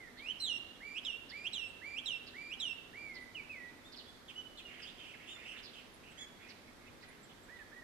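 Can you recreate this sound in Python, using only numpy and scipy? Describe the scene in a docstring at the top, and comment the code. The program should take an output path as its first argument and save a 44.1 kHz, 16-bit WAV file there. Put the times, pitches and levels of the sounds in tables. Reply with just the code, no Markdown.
"""Songbird by a balcony

A bird to the right sings with a vibrating membrane in its voice box: five pairs of a rising and a
falling whistle, a softer sliding ending, then scratchy warbling with reedy piped notes. Small birds
chip further off. The balcony walls and a house front echo the song, the wooded slope lets it linger,
and a faint rumble of distant traffic lies under it all."""
import sys
import numpy as np
from scipy import signal
from scipy.fft import rfft, irfft
from scipy.io import wavfile
from scipy.ndimage import map_coordinates

SR = 44100
rng = np.random.default_rng(int(sys.argv[2]) if len(sys.argv) > 2 else 0)


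def master(y):
    """Save y as 16-bit WAV."""
    cut = np.clip(np.atleast_2d(y).T, -1, 1)
    pcm = np.round(cut * 32767)  # scale
    wavfile.write(sys.argv[1], SR, pcm.astype(np.int16))


N = 345303
FREQS = np.fft.rfftfreq(N, 1 / SR)


def undb(db):
    """Turn decibels into a number to multiply a sound by."""
    return 10 ** (np.asarray(db) / 20)


def add(track, s, sound):
    """Mix a sound into a track, starting at s seconds."""
    start = max(int(s * SR), 0)
    track[start:start + len(sound)] += sound[:N - start]


def waver(rate_hz, size):
    """A smooth random wobble, about 1 in size."""
    steps = np.arange(size) / SR * rate_hz
    return map_coordinates(rng.standard_normal(4096), [steps], order=3, mode="wrap")


def over_hz(points, column=1):
    """Join a table column's points with straight lines on a log frequency scale."""
    table = np.array(points, float)
    return np.interp(np.log(FREQS + 1), np.log(table[:, 0]), table[:, column])


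def colour(x, gain):
    """Turn each frequency up or down, then scale the sound to a typical size (rms) of 1."""
    shaped = irfft(rfft(x) * gain, N)
    return shaped / shaped.std()


def dull(x, hz):
    """Soften the treble above hz."""
    return signal.sosfilt(signal.butter(2, min(hz, .45 * SR), fs=SR, output="sos"), x)


def gate(t, attack_s, release_s):
    """A note's loudness: fade in, hold, fade out."""
    ramp = np.minimum(t / attack_s, (t[-1] - t) / release_s)
    return np.sin(np.pi / 2 * np.clip(ramp, 0, 1)) ** 2


def background(level_db=-59.5):
    """Distant traffic rumbles steadily under a smooth hiss and two faint drones."""
    # tone of the rumble and hiss: f/Hz, relative level/dB
    spectrum = [(15, -21), (25, 2), (70, -2.5), (107, -2.5), (192, -1), (237, 2), (335, 1), (525, -3),
                (802, -7), (991, -8), (1920, -9), (2860, -17), (3350, -13.5), (6670, -22.5), (14000, -28.5)]
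    # how the two sides compare: f/Hz, likeness from 0 to 1, left minus right/dB
    stereo = [(60, 0.35, -1.5), (280, 0.69, -0.5), (640, 0.35, -0.5), (1280, 0.11, -3), (4440, 0.04, -4),
              (13000, 0, 0)]
    # distant drones: f/Hz, width/Hz, level/dB
    drones = [(98.6, 4.7, -77.5), (247.5, 12.4, -72)]
    likeness = np.clip(over_hz(stereo), -.99, 1)
    signs = np.array([[1], [-1]])  # left, right
    shared, opposed = rfft(rng.standard_normal((2, N)))
    noise = irfft(shared + signs * opposed * np.sqrt((1 - likeness) / (1 + likeness)), N)
    air = colour(noise, undb(over_hz(spectrum) + signs * over_hz(stereo, column=2) / 2))
    air *= undb(level_db) / air.mean(axis=0).std()
    for hz, width, db in drones:
        peak = 1 / (1 + (2 * (FREQS - hz) / width) ** 2)
        air += undb(db) * colour(rng.standard_normal(N), peak)
    return air


def voice_box(hz, harmonics_db):
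    """A vibrating membrane makes harmonics: tones at 1, 2, 3... times its moving pitch."""
    phase = 2 * np.pi * np.cumsum(hz) / SR
    return np.sqrt(2) * sum(undb(db) * np.sin(k * phase) * (k * hz < SR / 2)
                            for k, db in enumerate(harmonics_db, 1))


def whistle(hz, gain, push=0, suddenness=1, overtones_db=0, jitter=0.01, flutter=0.072):
    """A nearly pure gliding tone. A slack membrane loses overtones; a hard push makes it flutter."""
    throat_hz, throat_width_hz = 2865, 30  # the throat rings here, so a passing note swells
    throat_db = 2.5 / (1 + ((hz - throat_hz) / throat_width_hz) ** 2)
    shake = jitter * waver(298.4, len(hz))
    shake += flutter * push * suddenness * waver(520, len(hz))
    slack = np.clip((2330 - hz) / 250, 0, 1)  # low notes are slack
    bright_db = overtones_db - 13 * slack - 6 * push
    tone = voice_box(hz * (1 + shake), [0, bright_db - 20, bright_db - 28])
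    return gain * undb(throat_db) * tone


def slide(t, start_hz, end_hz, fall_s, linger):
    """The pitch falls and levels out as the membrane relaxes."""
    return end_hz + (start_hz - end_hz) * np.exp(-(t / fall_s) ** linger)


def falling_whistles(squeak_above_hz=3500):
    """Notes that start sharply and slide down. High ones open with a thin squeak."""
    # falling notes: t/s, length/s, start f/Hz, end f/Hz, fall time/s,
    # linger (1 drops at once, 3 stays on top a while), level/dB, fade/(dB per s), overtone boost/dB
    notes = [(0.0, 0.1, 2150, 1724, 0.063, 1.45, -54, 70, -4),
             (0.399, 0.19, 4122, 2794, 0.079, 3.27, -40, 18, 5.5),
             (1.047, 0.13, 3825, 2742, 0.025, 1.27, -41, 66, 0.5),
             (1.529, 0.16, 4100, 2689, 0.034, 1.34, -42, 52, 4.5),
             (2.056, 0.13, 4097, 2675, .033, 1.31, -40.5, 58, 3),
             (2.598, 0.15, 4020, 2622, .04, 0.98, -40.5, 50, 4),
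             (3.345, 0.079, 3100, 2077, 0.04, 1.3, -49.5, -24, -4),
             (3.492, 0.23, 2587, 1950, 0.063, 2.5, -50, 42, -3)]
    out = np.zeros(N)
    for s, length, start_hz, end_hz, fall_s, linger, db, fade, overtones_db in notes:
        t = np.arange(int(length * SR)) / SR
        hz = slide(t, start_hz, end_hz, fall_s, linger)
        gain = undb(db - fade * t) * gate(t, attack_s=0.0054, release_s=0.026)
        add(out, s, whistle(hz, gain, overtones_db=overtones_db))
        if start_hz > squeak_above_hz:  # the other side of the voice box squeaks just ahead
            squeak_hz = 1.4 * start_hz
            squeak = chip(0.031, .95 * squeak_hz, squeak_hz, db - 16.5, least_spread_hz=122)
            add(out, s - 0.0099, squeak)
    return out


def scoop_up(t, depth=0.39, settle_s=.022, swell_s=0.016):
    """The shares of its pitch and loudness that a note has reached as it scoops up from below."""
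    return 1 - depth * np.exp(-t / settle_s), 1 - np.exp(-t / swell_s)


def rising_whistles(sudden_s=0.07):
    """Each note scoops up and holds, then a hard push flicks its pitch and loudness up."""
    # rising notes: t/s, length/s, held f/Hz, held level/dB, flick length/s, top f/Hz, flick level/dB
    notes = [(.16, .17, 2340, -55.5, .115, 3083, -38), (0.799, 0.2, 2357, -51.5, 0.061, 3160, -35.5),
             (1.306, 0.18, 2400, -50, 0.049, 3354, -29.5), (1.81, .193, 2364, -49.5, .052, 3285, -33.5),
             (2.333, 0.22, 2364, -51, 0.059, 3150, -39)]
    out = np.zeros(N)
    for s, length, held_hz, held_db, flick_s, top_hz, flick_db in notes:
        t = np.arange(int(length * SR)) / SR
        pitch_share, swell = scoop_up(t)
        push = np.sin(np.pi / 2 * np.clip(1 - (length - t) / flick_s, 0, 1)) ** 2
        hz = (1 - push) * held_hz * pitch_share + push * top_hz
        db = (1 - push) * held_db + push * flick_db
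        gain = undb(db) * swell * gate(t, attack_s=0.0016, release_s=0.03)
        suddenness = min(sudden_s / flick_s, 1) ** 2  # a slow flick flutters less
        add(out, s, whistle(hz, gain, push, suddenness, overtones_db=2.5))
    return out


def chip(length, start_hz, end_hz, db, buzz=0.14, least_spread_hz=200, buzz_rate_hz=1200):
    """A quick sweep in pitch; the further it sweeps, the harsher it buzzes."""
    progress = np.linspace(0, 1, int(length * SR), endpoint=False)
    sweep_hz = start_hz * (end_hz / start_hz) ** progress
    spread_hz = least_spread_hz + buzz * abs(start_hz - end_hz) * progress ** 0.253
    hz = sweep_hz + spread_hz * waver(buzz_rate_hz, len(progress))
    return undb(db) * np.sqrt(np.sin(np.pi * progress)) * voice_box(hz, [0])


def small_birds(twitter_count=16, twitter_s=0.0276):
    """Small birds chip, and faint twitters come at random from the slope."""
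    # chips of the nearer small birds: t/s, length/s, start f/Hz, end f/Hz, level/dB
    chips = [(0.17, .045, 4200, 3160, -60.5), (1.29, 0.033, 5290, 3400, -58),
             (1.672, 0.037, 8390, 8260, -73), (2.264, 0.037, 5270, 2965, -60),
             (3.14, 0.044, 5270, 2980, -62), (3.2, 0.048, 9830, 9650, -78),
             (3.918, 0.038, 5200, 2994, -59.5), (3.958, 0.058, 5290, 3000, -57.5),
             (4.817, 0.029, 5220, 4620, -60), (5.624, 0.079, 5300, 3230, -60.5),
             (5.935, 0.018, 9660, 9900, -69.5), (6.103, 0.02, 7950, 7760, -73),
             (6.484, 0.041, 5860, 3110, -62.5), (7.018, 0.046, 5550, 2265, -68.5),
             (7.08, 0.017, 9730, 10030, -69.5), (7.228, 0.019, 7560, 7400, -68),
             (7.307, 0.019, 3660, 2760, -66), (7.425, 0.02, 7800, 7500, -74),
             (7.558, 0.014, 3840, 3340, -69)]
    out = np.zeros(N)
    for s, *note in chips:
        add(out, s, chip(*note))
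    for when, height, strength in rng.random((twitter_count, 3)):
        hz = 2200 * 2 ** height
        add(out, when * N / SR, chip(twitter_s, hz, .88 * hz, db=-72 + 5 * strength))
    return out


def arched_whistles(fade_db_per_s=5):
    """Soft notes that scoop up and sink back as the membrane relaxes."""
    # arched notes: t/s, length/s, top f/Hz, end f/Hz, fall time/s, level/dB
    notes = [(2.927, 0.32, 2410, 1984, .185, -51.5), (7.474, .16, 2033, 1500, 0.15, -57),
             (7.705, 0.29, 2000, 1390, 0.171, -58)]
    out = np.zeros(N)
    for s, length, top_hz, end_hz, fall_s, db in notes:
        t = np.arange(int(length * SR)) / SR
        pitch_share, swell = scoop_up(t)
        hz = pitch_share * slide(t, top_hz, end_hz, fall_s, linger=3.73)
        gain = undb(db - fade_db_per_s * t) * swell * gate(t, attack_s=.002, release_s=0.0052)
        add(out, s, whistle(hz, gain))
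    return out


def piped_notes(scoop_s=0.01044, jitter=0.0024):
    """Short reedy notes, rich in overtones, that scoop onto their pitch and droop off it again."""
    # piped notes: t/s, length/s, f/Hz, level/dB,
    # scoop as a share of the pitch (negative starts above it), overtone boost/dB
    notes = [(3.844, 0.057, 1860, -66, .13, -2), (4.063, 0.048, 1721, -68.5, 0.051, -11),
             (4.355, 0.056, 1500, -54.5, 0.05, -6), (4.648, 0.041, 1407, -57, -0.045, -5),
             (5.274, 0.094, 1807, -63.5, 0.14, 6.5), (6.174, 0.076, 1716, -60, .14, 8.5)]
    # harmonics from the lowest up, of which the throat favours the second: level/dB
    harmonics_db = [-22, 3.5, -21, -11.5, -23]
    out = np.zeros(N)
    for s, length, held_hz, db, depth, boost_db in notes:
        t = np.arange(int(length * SR)) / SR
        scoop = depth * np.exp(-t / scoop_s)
        droop = 0.3 * abs(depth) * (t / length) ** 4
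        hz = held_hz * (1 - scoop - droop + jitter * waver(236, len(t)))
        boosted_db = [level + boost_db * (k >= 3) for k, level in enumerate(harmonics_db, 1)]
        swell = np.sin(np.pi * t / length) ** 0.35
        add(out, s, undb(db) * swell * voice_box(hz, boosted_db))
    return out


def scratchy_notes(chaos_hz=750, grain_db=1.5):
    """The membrane vibrates chaotically, smearing each short glide into a grainy scratch."""
    # scratches: t/s, length/s, start f/Hz, end f/Hz, level/dB, roughness as a share of the pitch
    notes = [(4.281, 0.034, 3650, 2430, -56.5, 0.077), (4.573, 0.038, 3990, 2747, -56.5, 0.1),
             (4.678, .11, 2530, 2240, -60.5, 0.2), (4.782, 0.024, 2260, 1610, -61, .06),
             (4.794, 0.11, 2778, 3170, -57, 0.13), (4.976, 0.18, 2955, 2576, -59, .11),
             (5.134, 0.021, 2730, 1580, -61, 0.051), (5.196, 0.078, 1993, 2914, -63.5, 0.18),
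             (5.271, 0.065, 2895, 2816, -57.5, 0.09), (5.351, 0.13, 2060, 2574, -60, 0.157),
             (5.452, 0.083, 2634, 2797, -53.5, 0.086), (5.528, 0.081, 2570, 2865, -59.5, 0.24),
             (5.731, .09, 3180, 2704, -60, 0.1), (6.033, 0.1, 2570, 2736, -63.5, .1),
             (6.167, 0.085, 1906, 2110, -65, .13), (6.391, 0.14, 2197, 2610, -63.5, 0.16),
             (6.802, .1, 2294, 2040, -71, .1), (7.025, 0.02, 2395, 1604, -61, 0.19),
             (7.072, 0.082, 2100, 2360, -69, 0.16)]
    out = np.zeros(N)
    for s, length, start_hz, end_hz, db, roughness in notes:
        size = int(length * SR)
        progress = np.arange(size) / size
        glide_hz = start_hz * (end_hz / start_hz) ** progress
        rough_hz = glide_hz * (1 + roughness * waver(chaos_hz, size))
        grainy_gain = undb(db + grain_db * waver(150, size))
        swell = np.sin(np.pi * progress) ** 0.19
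        add(out, s, grainy_gain * swell * voice_box(rough_hz, [0, -17, -22]))
    return out


def beak(x):
    """The singer's throat and beak colour its notes, ringing near 8 kHz."""
    # boosts and cuts of the throat and beak: f/Hz, level/dB
    curve = [(3800, 2.5), (4200, 1.5), (4800, 2), (5600, -2.5), (7900, 5), (9400, -0.5), (12000, -5)]
    return irfft(rfft(x) * undb(over_hz(curve)), N)


def scatter(fade_s, build_s):
    """Countless tiny echoes blur into noise that builds up, then dies by 60 dB in fade_s."""
    t = np.arange(SR) / SR
    envelope = np.exp(-np.log(1000) * t / fade_s) * (1 - np.exp(-t / build_s))
    tail = rng.standard_normal((2, SR)) * envelope
    return tail / np.linalg.norm(tail[0])


def outdoors(x, left_db, right_db, balcony_db, slope_db, slope_fade_s, slope_dull_hz, left_lag_ms):
    """Direct sound, wall echoes, a short scatter in the balcony and a long, dull one from the slope."""
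    # echoes off the balcony and the house front: delay/ms, left level/dB, right level/dB
    echoes = [(1.35, -50, -56), (7.325, -25, -11), (21.9, -32, -44), (39.7, -10, -51), (50.3, -27, -13),
              (63.7, -28, -16), (77, -20, -16)]
    direct, walls = np.zeros((2, 2, SR))
    direct[0, int(left_lag_ms * SR / 1000)] = 1  # sound reaches the left side later
    direct[1, 0] = 1
    for ms, *sides_db in echoes:
        start = int(ms * SR / 1000)
        # far walls are broad and uneven, so their echoes arrive smeared
        burst = np.append(1, rng.standard_normal(SR)[:int(0.03 * ms ** 2)])
        for channel, db in enumerate(sides_db):
            walls[channel, start:start + len(burst)] += undb(db) * burst / np.linalg.norm(burst)
    balcony = undb(balcony_db) * scatter(fade_s=0.064, build_s=.003)
    slope = undb(slope_db) * dull(scatter(slope_fade_s, build_s=.03), slope_dull_hz)
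    paths = direct + dull(walls, hz=5000) + balcony + slope
    return undb([[left_db], [right_db]]) * signal.fftconvolve(x[None], paths, axes=1)[:, :N]


def scene():
    """The singer and the smaller birds, with their echoes, over the distant traffic."""
    whistles = beak(rising_whistles() + falling_whistles() + arched_whistles())
    song = outdoors(whistles, left_db=-6.5, right_db=1.0, balcony_db=-2,
                    slope_db=-6.0, slope_fade_s=0.93, slope_dull_hz=3160, left_lag_ms=.055)
    rough_notes = beak(scratchy_notes() + piped_notes())
    warble = outdoors(rough_notes, left_db=-4.0, right_db=3.5, balcony_db=-1.5,
                      slope_db=-3.5, slope_fade_s=1.0, slope_dull_hz=4400, left_lag_ms=.075)
    others = outdoors(small_birds(), left_db=-4.0, right_db=5.0, balcony_db=3.5,
                      slope_db=-2, slope_fade_s=1.0, slope_dull_hz=9000, left_lag_ms=.16)
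    return song + warble + others + background()


def record(dry):
    """The phone cuts off the highest treble."""
    top_hz = 14255
    return signal.sosfilt(signal.ellip(10, .2, 60, top_hz, fs=SR, output="sos"), dry, axis=-1)


dry = scene()
out = record(dry)
master(out)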